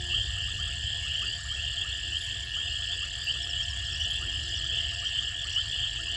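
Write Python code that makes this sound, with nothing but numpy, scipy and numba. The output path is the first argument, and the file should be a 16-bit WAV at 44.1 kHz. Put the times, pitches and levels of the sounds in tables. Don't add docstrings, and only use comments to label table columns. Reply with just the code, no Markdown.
import sys
import numpy as np
from scipy import signal
from scipy.fft import rfft, irfft
from scipy.io import wavfile
from scipy.ndimage import uniform_filter1d
from numba import njit

SR = 44100
rng = np.random.default_rng(int(sys.argv[2]) if len(sys.argv) > 2 else 0)


def voltage_ratio(decibels):
    exponent = np.asarray(decibels, float) / 20
    return 10 ** exponent


def int16_out(signal):
    q = np.round(np.clip(np.atleast_2d(signal).T, -1, 1) * 32767)
    wavfile.write(sys.argv[1], SR, q.astype(np.int16))


N = 271656

# frequency in Hz, level in dB per Hz.
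RUMBLE_SPECTRUM = [(15, -35.5), (26, -8), (50, -7), (75, 0.5), (106, -8.5), (162, -20), (236, -30),
                   (260, -60), (340, -55), (570, -120)]
# time in seconds, level in dB.
RUMBLE_LEVELS = [(0, -36.5), (.25, -37.5), (.75, -37.5), (1, -41), (1.75, -42), (3.25, -43), (4.25, -38.5),
                 (4.5, -39), (5, -41), (5.25, -44), (5.75, -40), (6.16, -41.5)]
# pitch in Hz, wander in Hz, level in dB against the rumble.
ENGINE_TONES = [(52.5, 7.01, -3.5), (68.9, 5.2, -3), (99.7, 7.98, -6.5), (121, 8.38, -12.5)]
# frequency in Hz, level in dB per Hz.
AIR_SPECTRUM = [(150, -7.5), (300, 0.5), (500, -2), (1000, -7), (1300, -3.5), (2200, -1), (3800, 1.5),
                (5600, -1), (6200, -5), (7000, -0.5), (8600, -12.5), (10000, -16), (11200, -24)]
# pitch in Hz, rms level in dB.
HUM_TONES = [(300, -70.5), (1599, -66), (2454, -75)]
# start in seconds, length in seconds, pitch in Hz, peak in dB, second harmonic in dB.
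CATTLE_LOWS = [
    (-.06, .27, 345, -49, -57),
    (3.34, .26, 336, -59, -61),
    (4.18, .32, 266, -57, -78),
    (4.18, .2, 354, -55, -67),
    (4.42, .15, 352, -54, -62),
    (4.57, .52, 330, -57, -55),
    (5.95, .4, 332, -58, -57),
]
# start in seconds, end in seconds, rasps per second, peak in dB.
HIGH_RASPS = [
    (0.151, .68, 65, -62),
    (1.022, 1.5, 55, -59),
    (2.251, 2.62, 46, -57.5),
]
# start in seconds, length in seconds, start in Hz, end in Hz, peak in dB.
HIGH_SQUEALS = [
    (2.175, .05, 10800, 10400, -60),
    (2.21, .04, 9700, 10900, -62),
    (4.09, .06, 10900, 10600, -55),
]
# start in seconds, length in seconds, pitch in Hz, peak in dB.
TWIG_TICKS = [
    (1.9, .02, 9750, -76),
    (3.435, .03, 10100, -68),
    (4.33, .01, 9600, -72),
    (4.42, .01, 9600, -72),
]
# time in seconds, peak in dB.
NEAR_POPS = [(0.13, -49), (0.29, -55), (0.365, -53), (0.477, -51), (0.588, -47.5), (0.668, -52),
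             (1.054, -51.0), (1.221, -43.5), (1.39, -52), (1.447, -51), (1.514, -48.5), (1.569, -54),
             (1.841, -50), (2.35, -57), (2.564, -47), (2.804, -53.5), (3.021, -49.5), (3.352, -51),
             (3.463, -53), (3.817, -56), (4.208, -51), (4.22, -45), (4.639, -52), (4.918, -53),
             (5.022, -47.5), (5.214, -51), (5.446, -49), (5.569, -48), (5.837, -54), (5.987, -49)]
FAINT_POP_TIMES = [1.739, 3.047, 3.155, 3.221, 3.3, 3.541, 3.928, 4.123, 5.303, 5.752, 6.08]
# from this time in seconds, strokes per second.
KATYDID_TEMPO = [(0, 37.64), (.75, 36.95), (1.75, 37.54), (2.44, 42.67), (2.56, 37.49), (3.25, 37.85),
                 (4.25, 36.96), (4.75, 37.82), (5.25, 37.16)]
# from and to, in seconds.
KATYDID_SILENCE = (2.445, 2.535)
# from this time in seconds, strokes per second.
GROUND_CRICKET_TEMPO = [(0, 90.55), (1, 90.88), (1.75, 91.44), (3, 91.22), (3.5, 92.1), (4.75, 91.12),
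                        (5.5, 90.8)]
MISSED_STROKES = [3.098, 3.12]
# start in seconds, number of strokes, start in Hz, peak in dB.
CRICKET_TRILLS = [
    (.23, 3, 5000, -44),
    (1.258, 7, 4990, -36),
    (1.886, 2, 4560, -45),
    (2.688, 3, 4530, -44),
    (3.213, 7, 4990, -35.5),
    (3.68, 2, 4560, -43),
    (4.591, 2, 4530, -41),
    (4.928, 4, 5150, -42),
    (5.438, 6, 4660, -44),
]
# start in seconds, strokes, strokes per second, peak in dB.
CRICKET_SONGS = [
    (.02, 9, 27, -48),
    (1.0, 16, 27, -48),
    (2.42, 25, 27.7, -47),
    (4.1, 18, 31, -47),
    (5.95, 6, 30, -47),
]
# start in seconds, length in seconds, start in Hz, peak in dB.
CRICKET_SQUEAKS = [(3.318, .0155, 5600, -42), (3.42, .0345, 5790, -38.5), (3.487, .036, 5850, -39),
                   (3.619, .034, 5850, -39.5), (3.689, .036, 5850, -39.5), (3.843, .038, 5720, -41),
                   (3.908, .012, 5750, -42.5), (3.918, .039, 5844, -40), (3.955, .0126, 5910, -38),
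                   (4.002, .0104, 6000, -38), (4.014, .014, 6030, -37), (4.037, .015, 6150, -39),
                   (4.432, .013, 5950, -43), (4.488, .012, 6040, -41), (4.551, .014, 6050, -38.5),
                   (4.569, .016, 6100, -38.5), (4.943, .012, 5700, -43.5), (4.999, .0115, 6000, -41),
                   (5.045, .0102, 6060, -43), (5.062, .0121, 5970, -40), (5.08, .015, 6050, -41),
                   (5.411, .017, 5980, -46.5), (5.459, .0158, 6050, -44), (5.503, .009, 5900, -44),
                   (5.514, .0103, 5900, -42), (5.526, .013, 6030, -40), (5.544, .018, 6150, -39)]
# time in seconds, drop of the frogs in dB, drop of the crickets in dB.
CROWD_HUSHES = [(0, 2, -1), (.33, 1.5, 1.5), (.5, 1.5, 2), (.78, 2.5, 2), (1.42, 8, 0.5), (1.55, 5, 2.5),
                (1.88, 1.5, 5), (2.12, 1, 0), (2.44, 3, 4), (2.6, 2, 7), (3.08, 3.5, 0), (3.24, 5.5, 0),
                (3.5, 2.5, 3.5), (3.74, 3, 4), (4.0, 3, 1), (4.25, -0.5, 4), (4.48, 2.5, -1), (5.0, 2.5, 0),
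                (5.36, 2.5, 9), (5.63, 4, -2), (5.97, 2, 1)]
# start in seconds, length in seconds, start in Hz, peak in dB.
REED_FROG_CALLS = [(0.093, 0.09, 2874, -23), (0.102, 0.11, 2738, -25), (0.186, 0.08, 3250, -31),
                   (0.607, 0.076, 3100, -27), (0.815, 0.062, 2890, -25.5), (1.092, 0.11, 2800, -25),
                   (1.265, 0.068, 2786, -30), (1.486, 0.062, 3050, -26.5), (1.564, .08, 2765, -29),
                   (1.768, 0.052, 3150, -23), (2.125, 0.038, 2948, -22.5), (2.554, 0.055, 3030, -25),
                   (2.673, 0.045, 2754, -28.5), (2.898, 0.023, 3324, -22), (3.004, 0.042, 2755, -26),
                   (3.263, 0.051, 2780, -23.5), (3.278, 0.029, 3020, -22.5), (3.558, 0.057, 2960, -23),
                   (3.991, 0.029, 2945, -24), (4.038, 0.11, 2916, -25.5), (4.141, 0.042, 3160, -25),
                   (4.279, 0.019, 3230, -22), (4.732, 0.069, 2953, -24), (4.75, 0.025, 3328, -25),
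                   (4.824, 0.044, 2980, -24.5), (5.027, 0.034, 2986, -22), (5.166, 0.027, 2980, -22),
                   (5.536, 0.074, 2888, -21), (5.778, 0.059, 3143, -23.5), (5.816, 0.068, 3040, -27.5)]

SNAP_S = 3.245


def level(x, db):
    return x * voltage_ratio(db) / np.sqrt(np.mean(x ** 2))


def smooth_noise(shape, first, second):
    return level(uniform_filter1d(uniform_filter1d(rng.standard_normal(shape), first), second), 0)


def coloured(points):
    hz, db = np.transpose(points)
    f = np.maximum(np.arange(N // 2 + 1) * SR / N, 1)
    gain = voltage_ratio(np.interp(np.log(f), np.log(hz), db, left=-60, right=-60))
    return irfft(rfft(rng.standard_normal(N)) * gain, N)


def patchy(x, depth_db):
    z = signal.stft(x, nperseg=512)[2]
    drift = uniform_filter1d(uniform_filter1d(rng.standard_normal(z.shape), size=9, axis=1), size=3, axis=0)
    return signal.istft(z * voltage_ratio(depth_db * level(drift, 0)), nperseg=512)[1][:N]


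def distance(x, t60, wet_db):
    t = np.arange(int(.4 * SR)) / SR
    tail = rng.standard_normal(len(t)) * np.exp(-np.log(1000) * t / t60)
    tail = tail / np.sqrt(np.sum(tail ** 2))
    return x + voltage_ratio(wet_db) * signal.fftconvolve(x, tail)[:N]


@njit
def glides(s, length, hz0, hz1, size, phase, rise, flat):
    out = np.zeros(N)
    for k in range(len(s)):
        start, n, p = int(s[k] * SR), int(length[k] * SR), phase[k]
        for i in range(max(0, -start), min(n, N - start)):
            u = i / n
            p += 2 * np.pi * (hz0[k] + (hz1[k] - hz0[k]) * u) / SR
            w = u / rise if u < rise else (1 - u) / (1 - rise)
            out[start + i] += size[k] * np.sin(np.pi / 2 * w) ** flat * np.sin(p)
    return out


def chirps(s, length, hz0, hz1, db, rise=0.35, flat=2.04, scatter_db=0., scatter_hz=0.):
    s = np.asarray(s, float)
    chance = rng.standard_normal((len(s), 3)).T
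    shift = scatter_hz * chance[1]
    length = length * np.ones(len(s))
    size = voltage_ratio(db + scatter_db * chance[0])
    return glides(s, length, hz0 + shift, hz1 + shift, size, 9 * chance[2], float(rise), float(flat))


def scattered(count):
    chance = rng.random((count, 3)).T
    s = (np.arange(count) + 3 * chance[0]) * (N / SR + .1) / count - .1
    return s, chance[1], chance[2]


def strokes(tempo, start):
    s, rate = np.transpose(tempo)
    s = np.append(s, N / SR)
    count = start + np.append(0, np.cumsum(rate * np.diff(s)))
    return np.interp(np.arange(1, count[-1]), count, s)


def rumble():
    out = level(coloured(RUMBLE_SPECTRUM), -2.0)
    for hz, wander_hz, db in ENGINE_TONES:
        drift = smooth_noise(N, 4000, 4000)
        out = out + voltage_ratio(db) * np.sin(2 * np.pi * np.cumsum(hz + wander_hz * drift) / SR)
    s, db = np.transpose(RUMBLE_LEVELS)
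    loudness = voltage_ratio(np.interp(np.arange(N) / SR, s, db))
    return loudness * signal.sosfilt(signal.butter(4, 40, "high", fs=SR, output="sos"), out)


def air_and_hum():
    hum = sum(voltage_ratio(db + 2) * np.sin(2 * np.pi * hz * np.arange(N) / SR) for hz, db in HUM_TONES)
    return level(patchy(coloured(AIR_SPECTRUM), 3.86), -49) + hum


def cattle():
    attack_s, release_s, fade_db, climb_hz_per_s, waver_hz = .05, .022, 12, 50, 6
    out = 0
    for s, length, hz, db, second_db in CATTLE_LOWS:
        t = np.arange(N) / SR - s
        swell = np.clip(np.minimum(t / attack_s, (length - t) / release_s), 0, 1)
        swell = swell * voltage_ratio(-fade_db * np.clip((t - attack_s) / length, 0, 1))
        pitch = hz + climb_hz_per_s * t + waver_hz * smooth_noise(N, 1500, 1500)
        phase = 2 * np.pi * np.cumsum(pitch) / SR
        out = out + swell * (voltage_ratio(db) * np.sin(phase) + voltage_ratio(second_db) * np.sin(2 * phase))
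    return distance(out, .2, -10)


def far_toads():
    s = np.arange(-.05, N / SR, 1 / 21)
    s = s + .012 * rng.standard_normal(len(s))
    hoots = chirps(s, .07, 690, 696, 0, scatter_db=2.5, scatter_hz=7)
    return level(distance(hoots, 0.42, -8.5), -62)


def twig_snap():
    t = np.arange(N) / SR - SNAP_S
    burst = rng.standard_normal(N) * (np.exp(-(t / .0005) ** 2) + .03 * np.exp(-(t / .018) ** 2))
    return voltage_ratio(-43) * signal.sosfilt(signal.butter(6, [5000, 14000], "band", fs=SR, output="sos"), burst)


def high_voices():
    out = 0
    for start, end, rate, db in HIGH_RASPS:
        s = np.arange(start, end, 1 / rate)
        out = out + chirps(s, 0.0025, 12000, 9300, db, scatter_db=4.5, scatter_hz=500)
    part = np.linspace(0, 1, num=12)
    for s, length, hz0, hz1, db in HIGH_SQUEALS:
        hz = hz0 + (hz1 - hz0) * part
        out = out + chirps(s + length * part, .008, hz, hz, db, scatter_db=2, scatter_hz=220)
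    for s, length, hz, db in TWIG_TICKS:
        out = out + chirps(s + length * part, .008, hz, hz, db, scatter_db=2, scatter_hz=650)
    return distance(out, 0.15, -1.1)


def bubbling_frogs():
    s, db = np.transpose(NEAR_POPS + [(s, -58) for s in FAINT_POP_TIMES])
    near = chirps(s - .003, .04, 1100, 1650, db - 1, rise=.3, flat=.9, scatter_hz=25)
    s, pitch, size = scattered(count=160)
    far = chirps(s, 0.0455, 1150 + 250 * pitch, 1600 + 200 * pitch, -62 - 8 * size, flat=0.4)
    s, pitch, size = scattered(count=170)
    peepers = chirps(s, .03, 1950 + 450 * pitch, 2150 + 450 * pitch, -61 - 10 * size, flat=1.5)
    return distance(near, 0.17, -4) + distance(far + peepers, 0.15, -3)


def katydids():
    first = strokes(KATYDID_TEMPO, start=.32)
    first = first[(first < KATYDID_SILENCE[0]) | (first > KATYDID_SILENCE[1])]
    second = np.arange(.012, N / SR, 1 / 38.8)
    out = 0
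    for s, db in ((first, -42), (second, -51)):
        s = (s[:, None] + np.array([-.0056, -.0003, .005])).ravel()
        s = s + .0003 * rng.standard_normal(len(s)) - .0013
        out = out + chirps(s, 0.0046, 7730, 7300, db, rise=0.2, flat=1.2, scatter_db=1.2, scatter_hz=150)
        out = out + chirps(s + 0.0014, 0.0027, 6910, 7260, db - 0.5, scatter_hz=200)
    return distance(out, .04, -8)


def ground_cricket():
    s = strokes(GROUND_CRICKET_TEMPO, start=.1)
    s = s[np.abs(s[:, None] - MISSED_STROKES).min(axis=1) > .004]
    s = s + .0003 * rng.standard_normal(len(s)) - .0038
    wing = chirps(s, .0098, 1770, 1745, 0, rise=.42, flat=1.8, scatter_db=1.2, scatter_hz=11)
    return level(distance(wing, .05, -16), -45.5)


def grass_crickets(chorus_db):
    s, pitch, size = scattered(count=4500)
    top_hz = 4150 + 600 * (pitch + size) + 100 * rng.standard_normal(len(s))
    crowd = chirps(s, 0.0087 + 0.0045 * size, top_hz, top_hz - 350, 0, scatter_db=3.5, scatter_hz=178.4)
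    near = 0
    for s, count, hz, db in CRICKET_TRILLS:
        near = near + chirps(s + np.arange(int(count)) / 58.6, 0.0171, hz, hz - 670, db, scatter_db=1.8)
    for s, count, rate, db in CRICKET_SONGS:
        near = near + chirps(s + np.arange(int(count)) / rate, 0.022, 5020, 4865, db, scatter_db=2.0)
    s, length, hz, db = np.transpose(CRICKET_SQUEAKS)
    fall_hz = np.minimum(49500 * length, 1025)
    squeaks = chirps(s, length, hz, hz - fall_hz, db, rise=0.5, flat=1.2)
    near = distance(near + voltage_ratio(1.5) * squeaks, .06, -10)
    return voltage_ratio(chorus_db) * level(distance(crowd, 0.32, 0.9), -1.97) + near


def crowd_levels():
    t = np.arange(N) / SR
    hush_s, warm_up_s = 0.052, 2.86
    drop = sum(np.outer(db, np.exp(-((t - s) / hush_s) ** 2 / 2)) for s, *db in CROWD_HUSHES)
    frogs_db = np.interp(t, [warm_up_s - .3, warm_up_s + .3], [-33, -32])
    return frogs_db - drop[0], -45.5 - drop[1]


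def creak(s, length, hz0, hz1, db, pulse_s, bend_hz):
    part = np.arange(14) * pulse_s
    sounds = part < length[:, None]
    share = part / length[:, None]
    hz = (hz0[:, None] + (hz1 - hz0)[:, None] * share)[sounds]
    swell = np.sin(np.pi * np.clip(0.16 + 0.48 * share, 0, .95))
    swell_db = (db[:, None] + 10 * np.log10(swell))[sounds]
    start = (s[:, None] + part + .002 * rng.standard_normal(share.shape))[sounds]
    return chirps(start, 1.02 * pulse_s, hz - bend_hz, hz + bend_hz, swell_db,
                  rise=0.75, flat=0.34, scatter_db=2.5, scatter_hz=53.9)


def reed_frogs(chorus_db):
    s, length, hz, db = np.transpose(REED_FROG_CALLS)
    climb_hz = 4100 * length
    near = creak(s, length, hz, hz + climb_hz, db, pulse_s=.011, bend_hz=121.0)
    s, pitch, size = scattered(count=1000)
    low_hz = 2620 + 560 * pitch
    high_hz = low_hz + 250 + 150 * size
    crowd_db = 2.6 * rng.standard_normal(len(s))
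    crowd = creak(s, .03 + .04 * size, low_hz, high_hz, crowd_db, pulse_s=.009, bend_hz=106)
    crowd = level(distance(crowd, 0.37, -7.5), -0.22)
    flutter_db = 8 * np.minimum(smooth_noise(N, 160, 120) + .3, 0)
    chorus = distance(voltage_ratio(-6.5) * near, 0.071, -6) + voltage_ratio(chorus_db + flutter_db) * crowd
    return signal.sosfilt(signal.butter(6, [2600, 3580], "band", fs=SR, output="sos"), chorus)


def scene():
    frogs_db, crickets_db = crowd_levels()
    background = rumble() + air_and_hum() + cattle() + far_toads() + twig_snap()
    insects = high_voices() + katydids() + ground_cricket() + grass_crickets(crickets_db)
    frogs = bubbling_frogs() + reed_frogs(frogs_db)
    return (background + insects + frogs)[None]


def roll_off(x):
    return signal.sosfilt(signal.butter(12, 15000, fs=SR, output="sos"), x)


def record(dry):
    cut = signal.sosfilt(signal.ellip(6, .2, 60, 11050, fs=SR, output="sos"), dry)
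    cut = signal.sosfilt(signal.ellip(8, .2, 70, 11080, fs=SR, output="sos"), cut)
    top = signal.sosfilt(signal.ellip(8, .2, 80, 11100, "high", fs=SR, output="sos"), dry)
    opened = np.exp(-((np.arange(N) / SR - SNAP_S) / .03) ** 4)
    return roll_off(cut + opened * top)


dry = scene()
out = record(dry)
int16_out(out)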